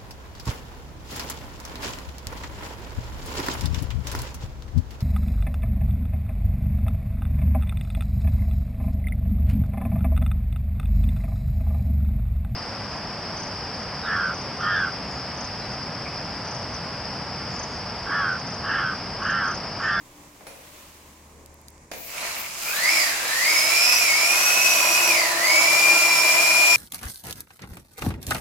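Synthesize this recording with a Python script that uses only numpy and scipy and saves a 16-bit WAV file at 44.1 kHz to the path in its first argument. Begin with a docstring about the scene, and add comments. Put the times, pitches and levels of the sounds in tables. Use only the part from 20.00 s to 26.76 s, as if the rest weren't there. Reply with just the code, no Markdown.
"""In a bare concrete room, a corded drill with a hole saw cuts into a plastic box on the floor.
A blip of the trigger jerks the gears and the rotor coasts; then the motor runs up, sags and settles.
Pinion and rotor whine at harmonics of the shaft speed, and slack gear teeth rattle their case.
The saw teeth rasp and excite the modes of the box, brushes and cooling air hiss, a chirp and a squeal
pass. The walls reverberate; dry ticks, quiet room air, faint hums and a soft bump lie beneath."""
import sys
import numpy as np
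from scipy import signal
from scipy.fft import rfft, irfft
from scipy.io import wavfile
from scipy.ndimage import uniform_filter1d

SR = 44100
rng = np.random.default_rng(int(sys.argv[2]) if len(sys.argv) > 2 else 0)


def wav_record(signal):
    """Record a signal, one row per channel, as 16-bit PCM in the file named by sys.argv[1]."""
    frames = np.transpose(np.atleast_2d(signal))
    bounded = np.clip(frames, -1, 1)
    # unit amplitude maps onto the largest positive 16-bit level
    quanta = np.round(bounded * 32767).astype(np.int16)
    wavfile.write(sys.argv[1], SR, quanta)


N = 298116
T = np.arange(N) / SR
BINS = np.maximum(np.arange(N // 2 + 1) * SR / N, 1)  # Hz
PINION_TEETH, WHEEL_TEETH = 7, 36
FULL_HZ = 332  # working speed of the shaft

# Motor speed, set by the trigger and the drag of the saw. Each row: time in seconds, shaft speed in Hz.
SHAFT_SPEED = [(1.92, 24.27), (2.25, 283.4), (2.55, 158.4), (2.7, 206.3), (2.94, 343.5), (3.17, 215.8),
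               (3.39, 270.6), (3.51, 323.6), (3.61, 317.4), (3.97, 370), (4.12, 306.7), (4.24, 341.7),
               (4.4, 361.3), (4.72, 367.4), (4.85, 353), (5.08, 362.7), (5.19, 299), (5.34, 243.3),
               (5.51, 319), (5.74, 340.1), (5.98, 343), (6.15, 337.1), (6.52, 345.6), (6.76, 346)]
RUN_START_S = SHAFT_SPEED[0][0]
# As the saw sinks in, the box rings more and the gears run steadier.
# Each row: time in seconds, box ring in dB, gear chatter from 0 to 1, change of gear whine in dB.
CUT_PROGRESS = [(2.3, -47, 0.7, 2.5), (3.25, -47, 0.7, -2), (3.6, -38.5, 0.38, -0.5),
                (3.85, -42.5, 0.5, -1.5), (4.68, -34, 0.28, -1.5), (4.82, -30, 0.29, -1.5),
                (5.5, -29, 0.41, 0.7), (5.9, -30, 0, 2.2), (6.45, -30.5, 0.15, 0), (6.76, -31.5, 0, 5.5)]
# Spectrum of scraping and hiss. Each row: frequency in Hz, spectral level in dB.
RASP_SPECTRUM = [(50, -46), (110, -21.5), (400, -11.5), (620, -4), (800, -3.5), (1250, -3), (1650, -6.5),
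                 (2100, -2.5), (2600, -1.5), (3100, -7.5), (3600, -10.5), (4900, -5), (5800, -7.5),
                 (7200, -6.5), (9200, -12), (11300, -10), (15500, -18)]
SCRAPE_BAND = 1 / np.sqrt(1 + (BINS / 3000) ** 6)  # scraping lies below 3 kHz, hiss above


def gear_whine(hz, angle, throb=0.27, sway_rad=0.18, blur_hz=100, flutter_db=1.08):
    """Gear meshing: an eccentric wheel modulates the tooth harmonics in amplitude and phase."""
    # Each row: multiple of the shaft speed, level in dB, blur from 0 to 1.
    orders = [(7, -1.5, 0), (14, -19, 1), (21, -17, 1)]
    _, _, gear_db = curves(CUT_PROGRESS)
    chatter, _ = slack(hz)
    wheel = angle * PINION_TEETH / WHEEL_TEETH + 0.26 * wander(5.4)
    mesh = angle + sway_rad * np.sin(wheel + .5) / PINION_TEETH
    tones = sum(undb(db) * partial(k * mesh, blur + 0.95 * chatter, blur_hz, apart=0.95)
                for k, db, blur in orders)
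    modulation = (1 + throb * np.cos(wheel)) * undb(gear_db + flutter_db * wander(5.3))
    return tones * modulation * speed_gain(hz, db=-19, db_per_octave=36, limit_hz=298.5, free_db=-26)


def rotor_whine(hz, angle, blur_hz_per_order=50 / 16, smooth_above_hz=310):
    """Periodic forcing: the rotor, its slots and its fan radiate shaft harmonics through the housing."""
    # Each row: multiple of the shaft speed (rounded in use), level in dB, blur from 0 to 1.
    orders = [(0.9988, -27, 0.57), (2, -17.5, 0.3), (3, -32, 0), (4, -15.5, 0), (6, -14.5, 0.6),
              (8, -15, 0.1), (10, -18.5, 0.2), (12, -16.5, 0), (16, -2.5, 0.13), (18, -28, 0.4),
              (20, -13, 0.9), (22, -25, .4), (24, -15, .3), (31, -17, 1), (32, -11.5, 0.56)]
    # Radiation from the housing. Each row: frequency in Hz, gain in dB.
    housing = [(2800, -0.5), (3600, -4), (4120, 3), (4380, -7), (4700, 3.5), (5300, -1.4), (5900, -1.5),
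               (7000, -3), (9800, -13.5), (11300, 1)]
    chatter, slowing = slack(hz)
    slow = np.clip(1 - hz / smooth_above_hz, 0, 1)
    uneven = angle + .3 * slow * wander(220)  # a slow rotor turns unevenly, fraying its high partials
    tones = sum(
        undb(db) * partial(round(k) * uneven, blur + 0.12 * chatter, blur_hz_per_order * k, apart=2.07)
        for k, db, blur in orders)
    gain = speed_gain(hz, db=-23.5, db_per_octave=31, limit_hz=313, free_db=-6.5)
    return shape(tones, response(housing)) * gain * undb(-0.4 * slowing)  # softer while slowing


def saw_cut(hz, angle, rasp_from_hz=167):
    """Forced vibration: teeth tear the plastic in tiny bursts that rasp and ring the box, over a hum."""
    # A low hum near half the working shaft speed, then the ringing of the box.
    # Each row: frequency in Hz, bandwidth in Hz, level in dB.
    peaks = [(174.1, 8.5, -12.5), (344, 9.7, 0), (636, 23.5, 5), (678, 21, 2.5), (842, 190, -6.5),
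             (991, 18, 6), (1330, 14, -25)]
    ring_db, _, _ = curves(CUT_PROGRESS)
    wheel = angle * PINION_TEETH / WHEEL_TEETH
    bite = undb(wander(14) + np.cos(wheel))
    scrape = unit(shape(wide_noise() * bite, response(RASP_SPECTRUM) * SCRAPE_BAND), (1080, 1400))
    scrape *= speed_gain(hz, db=-38, db_per_octave=5.5, limit_hz=351, free_db=-4.5)
    colour = sum(undb(db) * resonance(peak_hz, width_hz) for peak_hz, width_hz, db in peaks)
    ring = unit(shape(wide_noise() * bite, colour)) * undb(ring_db)
    return (scrape + ring) / (1 + (rasp_from_hz / hz) ** 6)  # slow teeth barely rasp


def brush_hiss(hz, angle, dull_db_per_octave=3):
    """Modulated noise: sparking brushes and cooling air hiss, pulsing twice a shaft turn."""
    sparks = undb(2 * wander(1500) + 0.65 * wander(21) + np.cos(2 * angle))
    colour = response(RASP_SPECTRUM) * np.sqrt(1 - SCRAPE_BAND ** 2)
    hiss = unit(shape(wide_noise() * sparks, colour), (7800, 15000))
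    top = shape(hiss, 1 / (1 + (12000 / BINS) ** 8))
    top_gain = undb(-dull_db_per_octave * octaves_below(hz, FULL_HZ))  # a slow motor sounds duller
    hiss += top * (top_gain - 1)
    return hiss * speed_gain(hz, db=-30.5, db_per_octave=9, limit_hz=361, free_db=-6.5)


def gear_rattle(hz, angle, clatter_db=5, case_hz=2340, case_width_hz=690):
    """Backlash: slack teeth clatter once a shaft turn and excite the resonance of the gear case."""
    clatter = wide_noise() * undb(clatter_db * (wander(60) + np.cos(angle)))
    ring = unit(shape(clatter, resonance(case_hz, case_width_hz) ** 2))
    return ring * speed_gain(hz, db=-36.5, db_per_octave=9.5, limit_hz=334, free_db=0.5)


def short_tones(blur=0.93):
    """Narrowband transients swell and fade: a rising chirp, a brief gear chatter and a high squeal."""
    # Each row: start and length in seconds, first and last pitch in Hz, level in dB, blur width in Hz.
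    tones = [(2.645, 0.0956, 2310, 2603, -27.5, 88), (3.445, 0.011, 2010, 2050, -17, 250),
             (3.727, 0.3, 5174, 5170, -21.5, 150.6)]
    out = np.zeros((2, N))
    for start_s, length_s, first_hz, last_hz, db, width_hz in tones:
        progress = np.clip((T - start_s) / length_s, 0, 1)
        hz = first_hz + (last_hz - first_hz) * progress
        tone = partial(2 * np.pi * np.cumsum(hz) / SR, blur, width_hz, apart=0.79)
        out += tone * undb(db) * np.sin(np.pi * progress)
    return out


def gear_jerks(knock_t60_s=0.048, body_db=-6):
    """Impact excitation: each start slams the teeth together, and body and cutter ring freely."""
    # Each row: start in seconds, level in dB, treble gain in dB, relative level of the ping in dB.
    impacts = [(.408, -35.5, -14, -40), (.468, -28.5, -5, -11), (1.915, -27.5, 0, -24),
               (1.936, -30.5, -1, -24)]
    # Each row: frequency in Hz, spectral level in dB.
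    knock_spectrum = [(60, -12.5), (130, -4.5), (420, -1), (660, 4.5), (1000, -12), (1600, -5), (2400, -4),
                      (3300, -10.5), (5000, -10.5), (15500, -23.5)]
    # Drill body and steel cutter. Each row: frequency in Hz, level in dB, T60 in seconds.
    body_modes = [(520, -9, .4), (673, -7, .3), (964, -11, .15), (2379, -7, .25), (2584, -11, .25)]
    cutter_modes = [(10440, 0, 0.24), (15200, -12, .25)]
    noise = unit(shape(wide_noise(), response(knock_spectrum)))
    shake = 1.5 * wander(67)
    out = np.zeros((2, N))
    for start_s, db, treble_db, ping_db in impacts:
        age = np.maximum(T - start_s, 0)
        body = undb(body_db) * free_modes(body_modes, age, shake)
        ping = undb(ping_db) * free_modes(cutter_modes, age, shake)
        blow = (noise * decay(age, knock_t60_s) + body + ping) * (T >= start_s)
        out += undb(db) * shape(blow, response([(1000, 0), (3000, treble_db)]))
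    return out


def brush_sizzle(crackle_db=3):
    """Arcing: the brushes give a fine, very high crackle when the current surges."""
    # Each row: time of the peak in seconds, half width in seconds, level in dB.
    surges = [(2.04, 0.11, -43.5), (2.399, .035, -36), (2.7, 0.097, -37)]
    swell = sum(undb(db) * np.exp(-((T - peak_s) / width_s) ** 2) for peak_s, width_s, db in surges)
    crackle = wide_noise() * undb(crackle_db * wander(500))
    return unit(shape(crackle, resonance(14100, 4000) ** 2)) * swell * (T > RUN_START_S)


def coasting_hiss(start_s=.468, peak_s=0.79, peak_db=-52, idle_db=-59.5):
    """Flow and friction noise: air and brushes swell and fade as the rotor turns without power."""
    # Each row: frequency in Hz, spectral level in dB.
    spectrum = [(180, -39), (300, -18), (535, -17), (590, 1), (674, -13), (907, -5), (1620, -10.5),
                (2360, -7), (4350, -12.5), (15500, -16)]
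    rise_db_per_s, fall_db_per_s = 11, 21.5
    swell_db = peak_db + np.where(T < peak_s, rise_db_per_s, -fall_db_per_s) * (T - peak_s)
    hiss = unit(shape(wide_noise(), response(spectrum)), (2500, 15000))
    return hiss * undb(np.where(T < start_s, idle_db, swell_db) + .5 * wander(20))


def ticks(decay_s=0.001):
    """Damped transients: tiny noise bursts click close by, as direct sound alone."""
    # Each row: start in seconds, peak level in dB, centre frequency in Hz, left minus right in dB.
    clicks = [(1.4605, -27, 7500, 1.5), (1.5422, -32.5, 13000, 2), (1.6152, -39, 10000, -2),
              (1.6836, -26.5, 6800, -3), (1.6885, -35, 10000, 1), (1.7035, -35, 12000, -1),
              (1.7795, -42, 4600, -4)]
    out = np.zeros((2, N))
    for start_s, db, hz, pan_db in clicks:
        burst = rng.standard_normal((2, N)) * np.exp(-np.abs(T - start_s) / decay_s) * (T >= start_s)
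        click = shape(burst, resonance(hz, 1.4 * hz) ** 2)
        out += click / np.abs(click).max() * undb(db + np.array([[pan_db], [-pan_db]]) / 2)
    return out


def background(air_db=-53, floor_db=-71.5):
    """Ambient noise: broadband room air lies under two faint low hums and one soft, low bump."""
    # Each row: frequency in Hz, spectral level in dB.
    air_spectrum = [(15, -32), (25, 3), (71, -5.5), (129, -1.5), (410, -6), (469, -9.5), (552, -5),
                    (666, -10.5), (1050, -7), (1400, -20), (2200, -15), (3200, -29), (4750, -24),
                    (7100, -18), (15500, -40)]
    # Each row: time of the peak in seconds, pitch in Hz, level in dB, fade in dB per second,
    # blur from 0 to 1, blur width in Hz.
    hums_and_bump = [(1.44, 75, -54, 18.5, 0.04, 10), (0.24, 295, -59.5, 22, 0.8, 13),
                     (1.41, 350, -52, 100, 0.9, 250)]
    out = unit(shape(wide_noise(), response(air_spectrum))) * undb(air_db + wander(10))
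    for peak_s, hz, db, fade_db_per_s, blur, blur_hz in hums_and_bump:
        swell = undb(db - fade_db_per_s * np.abs(T - peak_s)) + undb(floor_db)
        out += partial(2 * np.pi * hz * T, blur, blur_hz, apart=0.32) * swell
    return out


def room(x, wet_db, t60_s=.8, delay_s=.004):
    """Diffuse reverberation: concrete walls return a dense tail whose treble dies sooner."""
    noise = rng.standard_normal((2, N))
    low = shape(noise, 1 / (1 + (BINS / 4000) ** 2))
    age = np.maximum(T - delay_s, 0)
    fade = decay(age, t60_s)
    tail = (low * fade + 1.51 * (noise - low) * fade ** 1.68) * (age > 0) / np.sqrt(np.sum(fade ** 2))
    wet = signal.fftconvolve(x, tail[:, :SR], axes=1)[:, :N]
    return (x + undb(wet_db) * wet) / np.sqrt(1 + undb(wet_db) ** 2)


def slack(hz):
    """Backlash grows as speed is lost: returns chatter from 0 to 1 and slowing in octaves a second."""
    _, chatter, _ = curves(CUT_PROGRESS)
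    lost = octaves_below(hz, FULL_HZ)
    slowing = np.maximum(np.gradient(lost) * SR, 0)
    return np.clip(chatter + 0.27 * lost + 0.31 * slowing, 0, 1), slowing


def speed_gain(hz, db, db_per_octave, limit_hz, free_db, bite_s=2.45, bite_rise_s=0.17):
    """Power law: level grows with speed up to a limit, offset by free_db until the saw bites."""
    free = np.clip(1 - (T - bite_s) / bite_rise_s, 0, 1)
    running = np.clip((T - RUN_START_S) / .02, 0, 1)
    return running * undb(db - db_per_octave * octaves_below(hz, limit_hz) + free_db * free)


def partial(phase, blur, blur_hz, apart):
    """Line broadening: a share of a tone's power spreads into a band, partly unlike in each channel."""
    blur = np.clip(blur, 0, 1)
    shared, left, right = (wander(blur_hz) + 1j * wander(blur_hz) for _ in range(3))
    smear = (shared + apart * np.array([left, right])) / np.sqrt(1 + apart ** 2)
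    turn = 0.4 * apart * wander(0.87) * np.array([[1], [-1]])  # standing waves turn the stereo phase
    return np.real((np.sqrt(2 * (1 - blur)) + np.sqrt(blur) * smear) * np.exp(1j * (phase + turn)))


def wide_noise():
    """Spatial coherence: stereo noise is alike in the bass and unrelated in the treble."""
    # Each row: frequency in Hz, side minus mid in dB.
    stereo_width = [(100, -37), (380, -12), (700, -12.5), (1290, 1), (2400, -3), (5000, 0)]
    mid, side = rng.standard_normal((2, N))
    side = shape(side, response(stereo_width))
    return np.array([mid + side, mid - side])


def free_modes(modes, age, shake):
    """Free vibration: a sum of damped sines with a common phase jitter."""
    return sum(undb(db) * decay(age, t60_s) * np.sin(2 * np.pi * hz * age + shake)
               for hz, db, t60_s in modes)


def decay(age, t60_s):
    """Exponential damping: 60 dB down after t60_s."""
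    return np.exp(-np.log(1000) * age / t60_s)


def resonance(hz, width_hz):
    """Response of a damped oscillator, 1 at its centre."""
    return 1 / (1 + 1j * (BINS ** 2 - hz ** 2) / (BINS * width_hz))


def wander(rate_hz):
    """Random drift: low-passed noise with standard deviation 1."""
    drift = shape(rng.standard_normal(N), 1 / (1 + (BINS / rate_hz) ** 2))
    return drift / drift.std()


def response(points):
    """Frequency response interpolated from (Hz, dB) points."""
    hz, db = np.transpose(points)
    return undb(np.interp(np.log(BINS), np.log(hz), db))


def shape(x, gain):
    """Linear filtering by a gain per frequency."""
    return irfft(rfft(x) * gain, N)


def unit(x, band_hz=(0, SR)):
    """Normalise a stereo pair so that its mid signal has rms 1 within a band."""
    return x / np.std(shape(x.mean(0), (BINS > band_hz[0]) & (BINS < band_hz[1])))


def curves(table):
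    """Interpolate each column of a time table to every sample."""
    times, *columns = np.transpose(table)
    return [np.interp(T, times, column) for column in columns]


def octaves_below(hz, limit_hz):
    """Shortfall of speed in octaves, 0 above the limit."""
    return np.maximum(np.log2(limit_hz / hz), 0)


def undb(db):
    """Decibels to amplitude ratio."""
    return 10 ** (np.asarray(db) / 20)


def scene(inertia_s=0.0656):
    """Superposition: one shaft drives gears, rotor and saw; inertia rounds each change of speed."""
    hz = uniform_filter1d(curves(SHAFT_SPEED)[0], int(inertia_s * SR))
    angle = 2 * np.pi * np.cumsum(hz * (1 + 0.00149 * wander(14.3))) / SR  # the load makes it waver
    motor = room(gear_whine(hz, angle) + rotor_whine(hz, angle) + gear_rattle(hz, angle), wet_db=-2)
    cut = room(saw_cut(hz, angle) + brush_hiss(hz, angle) + short_tones() + brush_sizzle(), wet_db=-5)
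    knocks = room(gear_jerks(), wet_db=1)
    return motor + cut + knocks + ticks() + coasting_hiss() + background()


def record(dry, top_hz=16000):
    """Microphone response: two ports colour the treble differently, and a low-pass cuts the top."""
    # Each row: frequency in Hz, left minus right in dB.
    port_balance = [(700, 1), (2400, 0), (4400, -3.5), (7200, -5.5), (9500, 0.5), (12000, 7.5), (15000, 10)]
    tilt = response(port_balance)
    ports = np.array([tilt, np.ones_like(tilt)]) * np.sqrt(2 / (1 + tilt ** 2))  # constant total power
    taps = np.roll(irfft(ports, N), 32, axis=1)[:, :65]
    coloured = signal.fftconvolve(dry, taps, mode="same", axes=1)
    return signal.sosfilt(signal.ellip(10, .2, 70, top_hz, fs=SR, output="sos"), coloured)


dry = scene()
out = record(dry)
wav_record(out)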